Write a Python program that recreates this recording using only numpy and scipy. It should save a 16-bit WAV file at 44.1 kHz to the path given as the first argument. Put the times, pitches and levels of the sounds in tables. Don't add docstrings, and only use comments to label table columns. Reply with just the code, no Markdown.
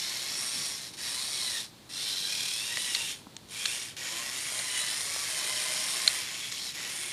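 import sys
import numpy as np
from scipy import signal
from scipy.fft import rfft, irfft
from scipy.io import wavfile
from scipy.ndimage import map_coordinates

SR = 44100
rng = np.random.default_rng(int(sys.argv[2]) if len(sys.argv) > 2 else 0)


def output_pcm(signal):
    pcm = np.clip(np.atleast_2d(signal).T, -1, 1) * 32767
    wavfile.write(sys.argv[1], SR, np.round(pcm).astype(np.int16))


N = 313992


def from_db(db):
    return 10 ** (np.asarray(db) / 20)


def rms_one(x):
    return x / np.sqrt(np.mean(x ** 2) + 1e-20)


def in_time(rows):
    seconds, *columns = np.transpose(rows)
    return [np.interp(np.arange(N) / SR, seconds, column) for column in columns]


def colour(points):
    hz, db = np.transpose(points)
    bins_hz = np.fft.rfftfreq(N, 1 / SR)
    return from_db(np.interp(np.log(bins_hz + 1), np.log(hz), db))


def drift(rate_hz):
    r = np.exp(-32 * np.pi * rate_hz / SR)
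    noise = rng.standard_normal(N // 16 + 4002)
    slow = signal.lfilter([1], [1, -2 * r, r * r], noise)[4000:]
    return np.interp(np.arange(N) / 16, np.arange(len(slow)), rms_one(slow))


def ring(clicks, hz, t60):
    r = from_db(-60 / (t60 * SR))
    w = 2 * np.pi * hz / SR
    return signal.lfilter([0, np.sin(w)], [1, -2 * r * np.cos(w), r * r], clicks + 1e-18)


# time in seconds, tooth rate in Hz.
TOOTH_RATE = [(0, 1032), (.5, 1135), (.75, 1110), (.92, 923), (1.1, 951), (1.3, 1141), (1.37, 1107),
              (1.55, 940), (1.7, 880), (1.88, 624), (2.05, 762), (2.3, 812.5), (2.55, 845), (2.75, 968),
              (2.85, 991), (2.93, 950), (3.0, 935), (3.1, 910), (3.47, 713), (3.63, 819), (3.75, 949),
              (4.08, 958), (4.2, 1065), (4.3, 1080), (4.4, 1137), (4.55, 1055), (4.72, 997), (4.9, 992),
              (5.1, 1123), (5.22, 1159), (5.35, 1034), (5.8, 1025), (5.94, 1085), (6.18, 1023), (6.4, 1105),
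              (6.58, 1098), (6.72, 993), (6.84, 1000), (6.88, 955), (6.94, 1130), (6.98, 1160),
              (7.04, 1080), (7.12, 1090)]
# time in seconds, heading in degrees, level in dB, extra level of the top panel in dB.
POSE = [(0, -77, -34.5, -9), (.3, -56, -34.5, -14), (.38, -86, -35, 7.5), (1.0, -59, -33, -3.5),
        (1.3, -43, -35.5, 7), (1.6, 19, -33, 1), (1.95, -3, -35, -2), (2.33, 37, -34, -1),
        (2.6, 73, -34.5, 1.5), (2.9, 110, -34, 6.5), (3.55, 92, -34.5, 4), (3.85, 151, -34, 3),
        (4.0, 173, -34.5, -12), (4.3, 210, -35.5, -3.5), (4.45, 182, -35.5, 5), (4.8, 205, -34.5, 3.5),
        (5.1, 248, -33, 2), (5.6, 265, -32, 2.5), (6.15, 232, -32, 2), (6.3, 197, -37.5, -13),
        (6.66, 23, -37.5, -1), (6.8, 209, -34, -39), (6.9, 203, -36, -1), (6.96, 178, -36, 9),
        (7.12, 160, -38, 6)]


def motor(surge_db=-0.17):
    mesh_hz = in_time(TOOTH_RATE)[0]
    heading, level_db, top_db = in_time(POSE)
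    teeth = knocking(mesh_hz) * (whine(mesh_hz) + grind(mesh_hz))
    gears = near_echoes(housing(teeth, heading, top_db))
    return throttle() * from_db(level_db + surge_db * drift(4.2)) * gears


# switch-on in seconds, seconds to engage, dB below full at the start, switch-off in seconds,
# seconds to coast 20 dB down, time in seconds at which the gears halt.
RUNS = [(-.5, 0.0066, 5, 0.64, 0.5, .88), (.925, .012, 18, .94, .04, .946),
        (0.964, 0.018, 11.5, 1.57, 0.17, 1.65), (1.89, 0.0037, 13, 3.027, 0.83, 3.114),
        (3.475, 0.041, 16, 3.7, 0.44, 3.9), (3.964, 0.004, 6, 6.67, 8, 6.7),
        (6.735, .01, 9, 7.3, 1.5, 7.495)]
SPIN_UP_S, COAST_POWER = 0.056, 1.21
HALT_DB_PER_S = 202


def throttle():
    t = np.arange(N) / SR
    out = 0
    for on, engage, start_db, off, coast, halt in RUNS:
        spin_up_db = -start_db * np.exp(-np.maximum(t - on, 0) / SPIN_UP_S)
        coast_db = -20 * (np.maximum(t - off, 0) / coast) ** COAST_POWER
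        halt_db = -HALT_DB_PER_S * np.maximum(t - halt, 0)
        engaged = np.clip((t - on) / max(engage, .002), 0, 1)
        out = out + engaged * from_db(spin_up_db + coast_db + halt_db)
    return out


# start in seconds, end in seconds, multiple of the tooth rate, added level in dB.
SPELLS = [(-.2, .45, 1 / 3, 16), (4.1, 4.42, 1 / 3, 14), (6.9, 7.3, 1 / 3, 11), (4.55, 4.92, .6, 11),
          (5.28, 6.2, .6, 12), (4.03, 4.27, .55, 12), (4.95, 5.15, .5, 10), (4.14, 4.36, 2 / 3, 7),
          (4.76, 4.92, 1.2, 9), (4.64, 5.0, 1.8, 10), (.6, .73, 1, 8), (1.08, 1.23, 1, 12),
          (1.29, 1.57, 1, 10), (4.5, 4.9, 1, 8), (2.65, 3.06, 1, 12), (4.1, 4.26, 1, 14),
          (4.95, 5.27, 1, 11), (5.33, 6.18, 1, 10), (-.2, .3, 1, 5), (6.3, 6.66, 1, 7), (6.9, 7.2, 1, 3),
          (1.09, 1.21, 2, 5), (1.35, 1.62, 2, 8), (2.65, 3.02, 2, 7), (4.5, 6.2, 2, 4), (6.34, 6.68, 2, 7),
          (-.2, .18, 2, 5), (6.75, 6.9, 2, 7), (7.0, 7.2, 2, 6), (1.33, 1.58, 3, 7), (2.28, 2.74, 3, 11),
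          (2.76, 3.1, 3, 11), (6.33, 6.5, 3, 5), (3.55, 3.8, 3, 11), (4.66, 4.95, 3, 13),
          (5.33, 5.88, 3, 8), (6.94, 7.01, 3, 6), (7.04, 7.2, 3, 4), (1.38, 1.62, 4, 9.5),
          (1.08, 1.16, 4, 6), (1.93, 2.12, 4, 5), (2.12, 2.78, 4, 9), (3.58, 3.78, 4, 7),
          (4.62, 4.95, 4, 11), (6.56, 6.73, 4, 11), (-.2, .7, 4, 4), (.3, .78, 5, 11), (1.93, 2.7, 5, 10),
          (2.74, 3.05, 5, 6), (1.95, 2.1, 6, 9), (2.3, 2.68, 6, 10), (2.85, 3.08, 6, 6), (2.0, 2.5, 7, 8),
          (1.05, 1.45, 5, 7), (2.78, 3.06, 4, 9), (2.1, 2.3, 2, 5)]
FADE_S = .08


def spell_db(multiple):
    t = np.arange(N) / SR
    db = 0
    for start, end, which, added_db in SPELLS:
        if which == multiple:
            db = db + added_db * np.clip(np.minimum(t - start, end - t) / FADE_S + .5, 0, 1)
    return db


# multiple of the tooth rate, base level in dB at the normal rate,
# dB gained each time the speed doubles, steady part of the force (the random parts have size 1).
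PARTIALS = [(1 / 3, -45, 0, .55), (.5, -42, 0, 1.5), (.55, -42, 0, 1.5), (.6, -42, 0, 2),
            (2 / 3, -42, 0, 1.5), (1, -36.5, 10, .9), (1.2, -39, 0, 1.2), (1.8, -32, 0, 1), (2, -23, 5, .3),
            (3, -23.5, 0, .6), (4, -19.5, 0, .5), (5, -21, 0, .6), (6, -23, 0, .4), (7, -26, 0, .4)]
NORMAL_HZ = 1000
SHAFT_TEETH = 8


def whine(mesh_hz, wobble=.005, spread_hz=9, flicker_db=1.3, shaft_db=4.0):
    turns = np.cumsum(mesh_hz * (1 + wobble * drift(29.5))) / SR
    out = 0
    for k, base_db, slope_db, steady in PARTIALS:
        db = base_db + slope_db * np.log2(mesh_hz / NORMAL_HZ) + spell_db(k)
        blur_hz = spread_hz * (1 + k ** 1.9)
        force = steady + drift(blur_hz) + 1j * drift(blur_hz)
        force = force * from_db(db + flicker_db * drift(9.8))
        out = out + np.real(force * np.exp(2j * np.pi * k * turns))
    return out * from_db(shaft_db * np.cos(2 * np.pi * turns / SHAFT_TEETH))


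# frequency in Hz, relative noise level in dB per Hz.
GRIND_COLOUR = [(200, -50), (320, -16), (600, -14.5), (1400, -12), (2000, -5), (3000, -4), (4500, -0.5),
                (7000, -3), (9500, -5), (11500, -4.5), (13000, -14.5), (15600, -25)]


def grind(mesh_hz, shaft_db=1.87, rattle_db=1.0, tick_share=0.18):
    turns = np.cumsum(mesh_hz * (1 + 0.0845 * drift(9.5))) / SR
    shaft = np.cos(2 * np.pi * turns / SHAFT_TEETH)
    happens = rng.random(N) < 1500 / SR
    strength = from_db(2.0 * np.minimum(rng.exponential(1, N), 4))
    ticks = happens * strength * rng.choice([-1, 1], N)
    force = rng.standard_normal(N) + tick_share * rms_one(ticks)
    force = force * from_db(shaft_db * shaft + rattle_db * drift(144))
    return rms_one(irfft(rfft(force) * colour(GRIND_COLOUR), N))


# first knock in seconds, last knock in seconds, teeth a turn, swing in dB before chance.
KNOCKING = (2.3, 2.53, 22, 3.8)


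def knocking(mesh_hz, sharp=4.2):
    first, last, teeth, swing_db = KNOCKING
    t = np.arange(N) / SR
    turns = np.cumsum(mesh_hz) / SR / teeth
    beat = np.cos(np.pi * (turns - turns[round(first * SR)])) ** 2
    present = np.clip(np.minimum(t - first, last - t) / FADE_S + 1, 0, 1)
    load = present * np.clip(1 + .3 * drift(12.0), 0, 1.5)
    return from_db(swing_db * load * (beat ** sharp - 0.16))


# frequency in Hz, width in Hz (9 dB down at its edges), base level in dB.
PANELS = [(840, 2260, -6), (1850, 2480, -7.5), (2500, 600, -17.5), (3320, 960, -8.5), (3934, 1120, -9.5),
          (4500, 380, -15), (5446, 960, -1.5), (6920, 1200, -6), (8440, 510, -11), (10440, 590, -15.5),
          (9190, 1770, -4)]
# heading at which it is loudest in degrees, swing in dB, mean in dB.
PANEL_AIM = [(280, 2.5, -1.5), (203, 8, -1.5), (130, 18.5, -5.5), (123, 8, -1), (-16, 10.5, -0.5),
             (-43, 8, -5), (-20, 2.5, -3), (177, 4.5, -4), (8, 7, -3), (244, 6.5, -7.5), (227, 2.5, 0)]


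def housing(direct, heading, top_db, patchy_db=2.0, direct_db=-7):
    hz, spectrum = np.fft.rfftfreq(N, 1 / SR), rfft(direct)
    facing = [mean_db + swing_db * np.cos(np.radians(heading - aim))
              for aim, swing_db, mean_db in PANEL_AIM]
    facing[-1] = facing[-1] + top_db
    out = from_db(direct_db) * direct
    for (centre, width, db), facing_db in zip(PANELS, facing):
        resonance = 1 / (1 + (2 * (hz - centre) / width) ** 2) ** 1.5
        panel = irfft(spectrum * resonance, N)
        out = out + from_db(db + facing_db + patchy_db * drift(5.2)) * panel
    return out


# mean echo delay in ms, level in dB.
NEAR_SURFACES = [(1.3, -17), (2.3, -15), (3.7, -15), (5.3, -15)]
WANDER_MS, WANDER_HZ = .12, .5
SOFT_BELOW_HZ = 2200


def near_echoes(x):
    out, n = x, np.arange(N)
    bright = signal.sosfilt(signal.butter(2, SOFT_BELOW_HZ, "high", fs=SR, output="sos"), x)
    for ms, db in NEAR_SURFACES:
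        delay = (ms + WANDER_MS * drift(WANDER_HZ)) * SR / 1000
        echo = map_coordinates(bright, [n - delay], order=2, mode="mirror")
        out = out + from_db(db) * echo
    return out


# start in seconds, peak in dB before the band filter, frequency struck best in Hz,
# breadth in octaves (a mode that far off is struck 12 dB weaker), time of the contacts to die to 37 % in ms.
SNAPS = [(2.7716, -16, 3300, 1.1, 1.2), (2.949, -12, 3700, 0.87, 2.7), (3.3662, -25.5, 5400, 1.5, 1.1),
         (3.488, -40, 4970, .6, 1.3), (3.6555, -12.5, 3954, .8, 0.68), (3.658, -11, 4500, 0.8, 1.7),
         (3.818, -26, 6500, 0.82, 0.8), (3.968, -32, 3470, 0.97, 1.6), (4.5915, -21, 3400, .7, .8),
         (4.598, -25, 1900, .6, 1.5), (6.254, -30, 2800, .5, 2), (6.0766, -4, 3400, 1.3, 2.2),
         (6.518, -22, 4200, 1.1, 1.6), (6.5235, -21, 5790, 0.6, 1.2), (6.574, -33, 2600, 0.41, 1.3)]
# frequency in Hz, strength in dB before chance and place of strike, time to fall 60 dB in seconds.
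BRICK_MODES = [(1440, -37, 0.0047), (1990, -9, 0.02), (2280, -5.5, 0.0087), (2740, -7, .007),
               (3270, -10.5, 0.0031), (3800, 1, 0.01), (4250, 9, 0.0094), (5420, -3.5, 0.0055),
               (5780, 1, 0.005), (6500, 3, 0.0073), (7400, 3, .006), (7800, -23, 0.007)]


def snaps():
    size = 2600
    out = np.zeros(N)
    for s, db, best_hz, breadth, ms in SNAPS:
        fade = np.exp(-np.arange(size) / (max(ms, .2) * SR / 1000))
        chatter = rng.standard_normal(size) * fade
        chatter[0] = 1.96
        sound = 0
        for hz, level, t60 in BRICK_MODES:
            off_best = np.log2(hz / best_hz) / max(breadth, .2)
            struck_db = level + rng.normal(0, 1.5) - 12 * off_best ** 2
            sound = sound + from_db(struck_db) * ring(chatter, hz, t60)
        i = round(s * SR)
        out[i:i + size] += from_db(db) * sound / abs(sound).max()
    return signal.sosfilt(signal.butter(4, [1100, 9500], "band", fs=SR, output="sos"), out)


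# start in seconds, strike level in dB, frequency in Hz, time to fall 60 dB in seconds,
# strength of the slap against the mode.
BUMPS = [(2.777, -38, 631, .027, .5), (3.2692, -34, 270, .025, 1.2), (4.345, -42, 600, .02, .5),
         (4.521, -36, 636, .025, .6), (4.597, -35, 630, .03, .4), (5.1625, -32, 696, .012, 1.6),
         (5.423, -39, 300, .012, 1.1)]


def bumps():
    out = np.zeros(N)
    for s, db, hz, t60, slap in BUMPS:
        click = np.zeros(4000)
        click[:10] = -np.hanning(10) / 5
        mode = ring(click, hz, max(t60, .005))
        sound = mode + slap * ring(click, 1000, 0.0068)
        out[round(s * SR):][:4000] += from_db(db) * sound
    return signal.sosfilt(signal.butter(2, 150, "high", fs=SR, output="sos"), out)


# time in seconds, level in dB.
RUMBLE = [(.5, -93), (.54, -53), (.64, -51), (.68, -93)]


def rumble():
    band = signal.butter(2, [110, 280], "band", fs=SR, output="sos")
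    low = signal.sosfilt(band, rng.standard_normal(N))
    return from_db(in_time(RUMBLE)[0]) * rms_one(low)


ROOM_T60_S, ROOM_WET_DB = 0.23, -24


def room(x):
    t = np.arange(int(.4 * SR)) / SR
    tail = rng.standard_normal(len(t)) * from_db(-60 * t / ROOM_T60_S) * (t > .004)
    return signal.fftconvolve(x, tail / np.sqrt(np.sum(tail ** 2)))[:N]


# frequency in Hz, relative noise level in dB per Hz.
AIR_COLOUR = [(21, -45), (38, -16), (125, -3.5), (200, -5), (323, -7), (450, -11.5), (712, -16), (896, -14),
              (1380, -20), (2900, -19), (4150, -13.5), (4950, -20.5), (11500, -27), (13400, -33),
              (15600, -30)]
AIR_DB = -53.2
HUM_HZ, HUM_DB = 119.6, -68.5


def room_tone():
    air = rms_one(irfft(rfft(rng.standard_normal(N)) * colour(AIR_COLOUR), N))
    hum_gain = from_db(HUM_DB + 0.91 * drift(6.5))
    hum = np.sin(2 * np.pi * HUM_HZ * np.arange(N) / SR) * hum_gain
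    return from_db(AIR_DB) * air + hum


def scene():
    knocks = snaps() + bumps() + rumble()
    echo = from_db(ROOM_WET_DB) * room(knocks)
    return (motor() + knocks + echo + room_tone())[None]


CUTOFF_HZ = 15850


def record(dry):
    return signal.sosfilt(signal.cheby2(20, 60, CUTOFF_HZ, fs=SR, output="sos"), dry)


dry = scene()
out = record(dry)
output_pcm(out)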